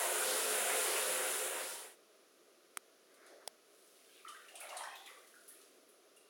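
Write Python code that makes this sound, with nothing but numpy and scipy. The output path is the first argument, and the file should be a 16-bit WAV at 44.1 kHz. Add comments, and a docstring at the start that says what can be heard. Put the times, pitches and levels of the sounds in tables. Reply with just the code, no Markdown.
"""Tiled bathroom, one microphone beside the tub. A tap gushes into the filled bath, its jet churning
up bubbles and spray, and dies away by 2 s. Two very short, dry clicks break the hush at 2.8 and 3.5 s,
and water begins to swish. From 3.6 s foam fizzes; then a hand stirs the bath and wrings a wet sponge
over a plastic cup: water sloshes, plops and spatters, and the tiles answer. The last drips fall
near 6 s, over quiet room tone."""
import sys
import numpy as np
from scipy import signal
from scipy.fft import rfft, irfft, next_fast_len
from scipy.io import wavfile
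from scipy.ndimage import uniform_filter1d, map_coordinates

SR = 44100
rng = np.random.default_rng(int(sys.argv[2]) if len(sys.argv) > 2 else 0)


def int16_out(signal):
    """Quantize to a 16-bit WAV file."""
    q = np.round(np.clip(np.atleast_2d(signal).T, -1, 1) * 32767)
    wavfile.write(sys.argv[1], SR, q.astype(np.int16))


N = 277389
TIME = np.arange(N) / SR

# Under the jet, the large bubbles and the smaller ones: f/Hz, level/dB
GULP_SPECTRUM = [(30, -60), (70, -96), (120, -39.5), (180, -26), (250, -13.5), (330, -12), (400, -2),
                 (520, -1), (720, -3.5), (900, -15), (1400, -41), (4000, -73)]
GURGLE_SPECTRUM = [(150, -78), (550, -21), (850, -2.5), (1350, 5.5), (2000, 5), (3000, 3), (4000, -12.5),
                   (5500, -28), (12000, -53)]
# At the surface, where the jet breaks: f/Hz, level/dB
SPRAY_SPECTRUM = [(1470, -49), (2500, -19.5), (3650, -5.5), (4520, -13.5), (5680, -9.5), (7370, 0),
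                  (8240, -1.5), (9880, 5.5), (12900, -7), (15900, -6), (16500, -11)]
# Standing waves of tub and room: f/Hz, width/Hz, lift/dB
TUB_MODES = [(178, 12, 6), (367, 11, 10), (430, 16, 9), (517, 13, 10), (613, 14, 7), (702, 16, 4),
             (761, 16, 5), (941, 20, 7), (1049, 20, 4), (1400, 18, 5), (1466, 16, 4), (1553, 16, 5),
             (1931, 18, 6), (2528, 26, 5), (3540, 32, 5)]
# The jet's hiss, and how hard it churns air under as the tap closes: t/s, level/dB
HISS_LEVELS = [(0.0, -51.5), (0.1, -54.5), (0.2, -54), (0.3, -43.5), (0.4, -48), (0.5, -47.8), (0.6, -54.5),
               (0.699, -52.5), (0.8, -50.5), (0.9, -46.5), (1.0, -48.5), (1.101, -49.5), (1.2, -53),
               (1.3, -53), (1.4, -55), (1.5, -65), (1.6, -56), (1.7, -53), (1.8, -59), (1.9, -71)]
CHURN_LEVELS = [(0, 0.5), (.35, -0.5), (.7, 1), (1.05, 0), (1.28, -0.5), (1.36, -2), (1.61, -3.5),
                (1.67, -7.5), (1.85, -14.5), (1.97, -23.5)]
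def tap(end_s=1.971):
    """The jet drives bubbles under the surface and throws fine spray, which dies away first."""
    flow = lambda fade_s: np.sin(np.pi / 2 * np.clip((end_s - TIME) / fade_s, 0, 1))
    cloud = bubbles(rate=2200, hz=1199.6, spread=0.848, cycles=20.5, scatter_db=2.5, size=1300)
    drops = bubbles(rate=4000, hz=8650, spread=0.51, cycles=1.9, scatter_db=2, size=64)
    churn = room(cloud + amp(-2) * drops, direct_db=-4) + amp(4.5) * rng.standard_normal(N)
    gulps = amp(-45.5 + 0.96 * wobble(15.3)) * coloured(churn, GULP_SPECTRUM, TUB_MODES)
    gurgle_gain = amp(-43 + 0.44 * wobble(13.75))
    gurgle = gurgle_gain * coloured(patchy(churn, depth_db=0.5), GURGLE_SPECTRUM, TUB_MODES)
    spray = amp(-38 + 0.61 * wobble(15.1)) * coloured(churn, SPRAY_SPECTRUM)
    hiss = amp(np.interp(TIME, *np.transpose(HISS_LEVELS))) * band(N, lo_hz=3470, hi_hz=6440)
    bubbling = (gulps + gurgle) * amp(np.interp(TIME, *np.transpose(CHURN_LEVELS)))
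    return (bubbling + hiss) * flow(fade_s=0.096) + spray * flow(fade_s=1.13)


# Under the tap, the biggest gulps of air: middle t/s, level/dB, f/Hz, length/s, log spread of pitch
AIR_GULPS = [(0.027, -41, 980, 0.067, .08), (0.03, -37.5, 620, 0.061, 0.082),
             (0.127, -42.5, 558, .03, 0.17), (0.185, -40.5, 1360, 0.08, 0.05), (.3, -44, 3450, .05, .08),
             (0.309, -43, 410, 0.041, .05), (0.46, -38.5, 520, 0.03, 0.016), (0.511, -38, 397, .035, .08),
             (.585, -41, 540, .03, 0.049), (.665, -43, 513, 0.028, 0.017), (0.68, -43, 700, 0.21, 0.086),
             (0.693, -38, 1970, 0.036, 0.096), (.785, -43, 425, .035, 0.035), (.84, -39.5, 430, .025, .03),
             (0.889, -36.5, 440, 0.031, 0.095), (0.974, -41, 2620, 0.034, 0.059),
             (.99, -39.5, 510, .035, 0.03), (1.09, -37.5, 497, 0.0399, 0.054),
             (1.298, -47.5, 1400, 0.19, 0.076), (1.42, -40.5, 508, 0.062, 0.015),
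             (1.52, -43.5, 506, .03, 0.016), (1.595, -46, 516, 0.03, 0.015)]
def surges():
    """Air dragged down by the jet breaks into a burble of bubbles and wakes the tub's standing waves."""
    out, t = np.zeros(N), np.arange(SR // 10) / SR
    for s, db, hz, length, spread in AIR_GULPS:
        swarm = np.zeros(SR // 2)
        for place, detune in zip(rng.uniform(size=30), rng.standard_normal(size=30)):
            add(swarm, place * length, bubble(t, hz * np.exp(spread * detune), t60=22 / hz, rise=0.05))
        swarm = filtered(room(swarm, direct_db=2.5)[:SR], lambda f: amp(lift(TUB_MODES, f)))
        swarm *= np.sqrt(length * SR) / np.linalg.norm(swarm)
        add(out, max(s - length / 2, 0), amp(db - 3.5) * swarm)
    return above(out, hz=297)


# Drips below the sponge: t/s, level/dB, f/Hz, climb as a share of pitch, splash against ring/dB
DRIPS = [(4.2, -56.5, 2290, .05, -8), (4.249, -41.5, 1254, 0.14, -11), (4.262, -51, 1880, .1, -4),
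         (4.279, -44.5, 3020, .04, -7), (4.289, -40.5, 1203, .06, -14), (4.347, -47.5, 1520, .12, -10),
         (4.363, -54, 1910, .05, -8), (4.39, -54, 1400, .2, -20), (4.445, -57, 1320, .1, -6),
         (4.485, -50, 2780, .05, -18), (4.542, -47, 660, .06, -10), (4.553, -45, 2760, .1, 1),
         (4.611, -44.5, 2280, 0.082, -3), (4.631, -49.5, 1276, 0.027, -18), (4.642, -48, 690, .06, -14),
         (4.702, -48.5, 2170, .03, -14), (4.705, -45, 2780, .04, -19), (4.712, -42, 653, 0.087, -12),
         (4.727, -43.5, 1080, .1, -10), (4.738, -50, 1760, .1, -10), (4.768, -42, 3890, 0.11, -3),
         (4.792, -46.5, 3170, .08, -14), (4.806, -48, 1990, .05, -14), (4.808, -37.5, 900, .05, -20),
         (4.836, -43.5, 1494, 0.11, -6), (4.836, -45, 5250, .05, -8), (4.854, -43.5, 1830, 0.099, -14),
         (4.872, -43, 1050, 0.11, -14), (4.884, -46, 3180, .05, -14), (4.912, -46.5, 2560, .04, -20),
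         (4.925, -50, 2000, 0.043, -16), (4.927, -48, 766, 0.12, -14), (4.953, -45, 3330, .06, -5),
         (4.967, -45.5, 3440, .03, -14), (5.005, -52.5, 797, .05, -20), (5.058, -49.5, 3340, .1, -7),
         (5.075, -46, 1995, .06, -12), (5.086, -51, 1144, .2, -8), (5.11, -51.5, 492, .1, -16),
         (5.171, -54, 1180, .03, -20), (5.34, -52, 1410, .1, -4), (5.357, -54, 1430, .12, -15),
         (5.505, -63, 1780, .08, -16), (6.17, -58, 2770, .04, -18)]
def plops(cycles=58, longest_s=0.033, pinch_off_s=0.0016):
    """Each drip traps a bubble that rings until it fades or surfaces; its splash sheds two more."""
    out, t = np.zeros(N), np.arange(SR // 8) / SR
    for s, db, hz, climb, splash_db in DRIPS:
        t60 = min(cycles / hz, longest_s)
        ring = bubble(t, hz, t60, climb)
        splash = amp(-60 * t / 0.03) * band(len(t), lo_hz=hz * 0.85, hi_hz=hz * 1.18)
        for delay, detune in zip(rng.uniform(0.003, 0.02, size=2), rng.standard_normal(size=2)):
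            add(splash, delay, 0.6 * bubble(t, hz * np.exp(0.08 * detune), t60, climb))
        plop = (ring + amp(splash_db) * splash) * (1 - np.exp(-t / pinch_off_s))
        heard = room(above(plop, hz * 0.7), direct_db=-2)
        add(out, s, amp(db + 6) * heard * np.linalg.norm(ring) / np.linalg.norm(heard))
    return out


# Drops slapping the surface: t/s, level/dB, bright f/Hz, middle/dB and top/dB against the bright band
DROP_SLAPS = [(3.14, -57.5, 9900, -2, -8), (3.262, -53, 9800, -3, -15), (4.282, -43.5, 9700, -2, -16),
              (4.484, -54.5, 9800, 2.5, -12), (4.553, -40.5, 9200, -6, -17),
              (4.602, -37.5, 10000, -10, -10), (4.689, -51.5, 9800, 8, -2), (4.767, -34, 9350, -6, -25),
              (4.953, -51, 11800, 2, -1), (5.059, -49, 10500, 1, -9), (5.272, -53.5, 10200, -4, -10),
              (5.341, -59, 10200, -14, -12), (5.478, -46, 10700, -11, -6), (5.486, -41, 10400, -18, -11),
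              (5.611, -56, 9800, 2, -10), (5.887, -53, 10200, -25, -6), (6.162, -51.5, 9700, -12, -15)]
def spatter(attack_s=0.0031, decay_s=0.0075, echo_db=-9.5):
    """Each drop bursts into spray, brightest at its tiniest bubbles' pitch, and hangs on in the room."""
    out, size = np.zeros(N), SR // 2
    t = np.arange(size) / SR

    def fade(hz):
        echo = amp(echo_db - 60 * t / along(TILE_DECAY, hz))
        return (1 - np.exp(-t / attack_s)) * np.hypot(np.exp(-t / decay_s), echo)

    strays = [(s, -59.5, 9800, -2, -14) for s in rng.uniform(5, 5.7, size=7)]  # off the wrung sponge
    for s, db, hz, middle_db, top_db in DROP_SLAPS + strays:
        noise = rng.standard_normal(size)
        bright = unit(filtered(noise, lambda f: 1 / (1 + ((f - hz) / 1200) ** 2))) * fade(hz)
        middle = amp(middle_db) * band(size, lo_hz=2480, hi_hz=8650) * fade(hz=5500)
        top = amp(top_db) * band(size, lo_hz=11500, hi_hz=16700) * fade(hz=14000)
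        add(out, s, amp(db - 5.5) * (bright + middle + top))
    return out


def cup(start_s=4.45, empty_hz=610, fill_s=2.2):
    """The gush from the sponge excites the air in a cup, whose note climbs as the air column shortens."""
    air_left = np.clip(1 - (TIME - start_s) / fill_s, 0.25, 1)
    gush = amp(-47) * swell(peak_s=4.745, rise_s=0.095, fall_s=0.081)
    ringing = bubbles(rate=400, hz=empty_hz / air_left, spread=0.16, cycles=28, scatter_db=2, size=1800)
    return above(gush * ringing, hz=560)


def slosh():
    """A hand stirs the bath and water runs off the sponge in uneven spurts of bubbles."""
    effort, hz = stirring()
    spurt_hz = hz * np.exp(0.2 * wobble(35))
    cloud = bubbles(rate=240, hz=spurt_hz, spread=0.35, cycles=32, scatter_db=2.5, size=1500)
    wash = band(N, lo_hz=1200, hi_hz=4700)
    return above(effort * (amp(-3.5) * cloud + amp(-14) * wash), hz=560)


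# The hand in the bath: peak t/s, level/dB, rise/s, fall/s, typical bubble f/Hz
HAND_STROKES = [(4.17, -65.5, 0.19, 0.11, 3420), (4.37, -63.5, 0.065, 0.15, 1650),
                (4.74, -52, 0.15, 0.086, 2680), (4.846, -52, 0.039, 0.039, 1374),
                (5.085, -57.5, 0.022, 0.092, 1826), (5.53, -68, 0.053, 0.15, 2400)]
def stirring():
    """How hard the hand moves the water, and the bubble pitch of whichever strokes prevail."""
    gains = np.array([amp(db) * swell(s, rise, fall) for s, db, rise, fall, _ in HAND_STROKES]) + 1e-12
    pitches = [np.full(N, hz) for *_, hz in HAND_STROKES]
    return np.linalg.norm(gains, axis=0), np.average(pitches, axis=0, weights=gains ** 2)


# Two clicks, dry at the microphone: t/s, ring/dB, snap/dB, crackle/dB, tones as (f/Hz, level/dB)
DRY_CLICKS = [(2.7717, -29.5, -42, -36.5, [(400, -9.5), (650, -7.5), (1330, -0.5), (2200, -5), (3250, -7.5),
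              (8900, -5)]), (3.4758, -32.5, -42.5, -38, [(260, -18), (750, -3.5), (3350, -7), (5000, -5),
              (5700, -8), (9500, -7)])]
# Their crackle: f/Hz, level/dB
CRACKLE_SPECTRUM = [(3000, -39), (6500, -8), (7600, 2), (9000, 2), (10700, 2), (12000, -5), (16500, -6)]
def clicks(attack_s=0.00021, decay_s=0.0019, hold_s=0.0013, end_s=0.005):
    """Damped tones with a snap and crackle over them, cut off within milliseconds, with no echo."""
    out, size = np.zeros(N), SR // 200
    t = np.arange(size) / SR
    choke = np.clip((end_s - t) / (end_s - hold_s), 0, 1)
    for s, db, snap_db, crackle_db, modes in DRY_CLICKS:
        ring = sum((-1) ** k * amp(db + level) * np.cos(2 * np.pi * hz * t)
                   for k, (hz, level) in enumerate(modes))
        burst = ring * np.exp(-t / decay_s) * (1 - np.exp(-t / attack_s))
        snap = amp(snap_db) * band(size, lo_hz=300, hi_hz=6440)
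        crackle = amp(crackle_db) * coloured(rng.standard_normal(size), CRACKLE_SPECTRUM)
        add(out, s, (burst + snap + crackle) * choke)
    return signal.sosfilt(signal.butter(2, 150, "high", fs=SR, output="sos"), out)


# Water pushed along the tub: peak t/s, level/dB, rise/s, fall/s, centre f/Hz
WATER_SWELLS = [(3.265, -64, 0.11, 0.12, 1630), (3.28, -69.5, .05, 0.16, 4800),
                (3.335, -59, 0.063, 0.092, 534), (3.425, -65.5, 0.022, 0.045, 1400),
                (4.16, -67, .05, .05, 3280), (4.75, -52, 0.063, 0.12, 1050), (4.74, -62, .04, 0.054, 2000),
                (5.07, -57.5, .008, 0.026, 2880), (5.78, -67.5, 0.13, 0.083, 403)]
def swishes():
    """Water slides along the tub in soft swells, without trapping air."""
    return sum(amp(db) * swell(s, rise, fall) * band(N, lo_hz=hz / 1.6, hi_hz=hz * 1.38)
               for s, db, rise, fall, hz in WATER_SWELLS)


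# Suds on the bath water: f/Hz, level/dB
FIZZ_SPECTRUM = [(1500, -26), (3000, -6), (5500, -7.5), (8000, -7), (10200, 0.5), (12500, -8.5),
                 (16500, -7)]
def foam(start_s=3.57, rise_s=0.27, end_s=5.96, fall_s=0.41):
    """Tiny bubbles burst once the suds are disturbed, louder with every stroke."""
    effort, _ = stirring()
    pops = bubbles(rate=1200, hz=8000, spread=0.41, cycles=3.7, scatter_db=-2.5, size=64)
    disturbed = np.clip(np.minimum((TIME - start_s) / rise_s, (end_s - TIME) / fall_s), 0, 1)
    gain = np.hypot(amp(-68.5) * disturbed, 0.28 * effort)
    return gain * coloured(pops + amp(2) * rng.standard_normal(N), FIZZ_SPECTRUM)


# At the tub wall: t/s, level/dB, f/Hz
WALL_BUMPS = [(1.055, -68, 180)]
def bump(length_s=0.1):
    """A soft knock makes the tub wall thud briefly."""
    out, t = np.zeros(N), np.arange(SR // 8) / SR
    for s, db, hz in WALL_BUMPS:
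        thud = band(len(t), lo_hz=hz * 0.8, hi_hz=hz * 1.25)
        rumble = amp(-22) * band(len(t), lo_hz=60, hi_hz=110)
        add(out, s, amp(db) * (thud + rumble) * np.sin(np.pi * np.minimum(t / length_s, 1)))
    return out


# The tiled walls around the microphone: f/Hz, t60/s
TILE_DECAY = [(200, 0.71), (1000, 0.5), (4000, 0.66), (10000, 0.47), (16000, 0.25)]
def room(x, direct_db):
    """Direct sound plus the dense answer of the tiles, which the moving water keeps changing."""
    out, hop = np.zeros(N), SR // 6
    for first in range(0, len(x), hop):
        hz, t, noise = signal.stft(rng.standard_normal(SR // 2), SR, nperseg=256)
        decay = amp(-60 * t / along(TILE_DECAY, hz)[:, None])
        response = signal.istft(noise * decay, SR, nperseg=256)[1]
        response /= np.linalg.norm(response)
        response[0] += amp(direct_db)
        add(out, first / SR, signal.fftconvolve(x[first:first + hop], response / np.linalg.norm(response)))
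    return out


# The still bathroom: f/Hz, level/dB
ROOM_TONE_SPECTRUM = [(40, -41), (100, -35), (200, -16), (300, -8), (390, 0), (520, -5), (640, -4.5),
                      (880, -20), (1250, -10.5), (1700, -16.5), (6300, -18.5), (8200, -25.5),
                      (10200, -17.5), (13000, -27.5), (16500, -29)]
def room_tone():
    """The steady hush of the small room."""
    return amp(-66.6) * coloured(rng.standard_normal(N), ROOM_TONE_SPECTRUM)


def bubble(t, hz, t60, rise):
    """A bubble rings and climbs in pitch as it nears the surface."""
    phase = 2 * np.pi * hz * (t + rise * t * t / (2 * t60))
    return np.sin(phase) * amp(-60 * t / t60) * (1 - np.exp(-2 * hz * t))


def bubbles(rate, hz, spread, cycles, scatter_db, size):
    """A cloud of rate bubbles a second, each size samples long: pitches scatter round hz, a few are loud."""
    count = int(rate * N / SR)
    start = rng.integers(0, N, count)
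    pitch = np.broadcast_to(hz, N)[start] * np.exp(spread * rng.standard_normal(count))
    pitch = np.clip(pitch, 100, 15000)[:, None]
    strength = amp(scatter_db * np.minimum(rng.exponential(size=(count, 1)), 4))
    rings = strength * bubble(np.arange(size) / SR, pitch, cycles / pitch, rise=0.08)
    positions = start[:, None] + np.arange(size)
    return unit(np.bincount(positions.ravel(), rings.ravel(), N)[:N])


def patchy(x, depth_db):
    """Neighbouring bands swell and sink on their own, several times a second."""
    bands = signal.stft(x, nperseg=512)[2]
    drift = uniform_filter1d(rng.standard_normal(bands.shape), size=8, axis=0)
    drift = uniform_filter1d(drift, size=18, axis=1)
    return signal.istft(bands * amp(depth_db * unit(drift)), nperseg=512)[1][:N]


def swell(peak_s, rise_s, fall_s):
    """A gain that grows exponentially to 1 at peak_s and then dies away."""
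    t = TIME - peak_s
    return np.exp(np.minimum(t / rise_s, -t / fall_s))


def wobble(rate):
    """A smooth random curve, rate knots a second."""
    return map_coordinates(rng.standard_normal(int(N * rate / SR) + 4), [TIME * rate])


def band(size, lo_hz, hi_hz):
    """A stretch of band noise at rms 1."""
    passband = lambda f: 1 / (1 + (f / hi_hz) ** 12) / (1 + (lo_hz / (f + 1)) ** 12)
    return unit(filtered(rng.standard_normal(size), passband))


def coloured(x, spectrum, peaks=()):
    """x under a broad spectrum with resonances on top, at rms 1."""
    return unit(filtered(x, lambda f: amp(along(spectrum, f) + lift(peaks, f))))


def above(x, hz):
    """A steep high-pass."""
    return filtered(x, lambda f: 1 / (1 + (hz / (f + 1)) ** 8))


def filtered(x, response):
    """x through a gain that depends on frequency."""
    size = next_fast_len(len(x) + 8192)
    return irfft(rfft(x, size) * response(np.fft.rfftfreq(size, 1 / SR)), size)[:len(x)]


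def lift(peaks, f):
    """The dB that resonances add at each frequency."""
    return sum(db / (1 + (2 * (f - hz) / width) ** 2) for hz, width, db in peaks)


def along(points, hz):
    """Interpolate (f/Hz, value) points on a log axis."""
    f, values = np.transpose(points)
    return np.interp(np.log(hz + 1), np.log(f + 1), values)


def add(track, s, sound):
    """Mix a sound into the track at s seconds."""
    part = track[round(s * SR):][:len(sound)]
    part += sound[:len(part)]


def amp(db):
    """Decibels to gain."""
    return 10 ** (np.asarray(db) / 20)


def unit(x):
    """Scale to rms 1."""
    return x / np.sqrt(np.mean(x ** 2) + 1e-20)


def scene():
    """The bathroom in mono, from beside the tub."""
    running = tap() + surges() + bump()
    sponge = above(room(slosh() + cup(), direct_db=-1) + plops() + spatter(), hz=200)
    return (running + foam() + swishes() + sponge + clicks() + room_tone())[None]


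def record(dry):
    """The camera's microphone track keeps nothing above 16750 Hz."""
    return filtered(dry[0], lambda hz: hz < 16750)[None]


dry = scene()
out = record(dry)
int16_out(out)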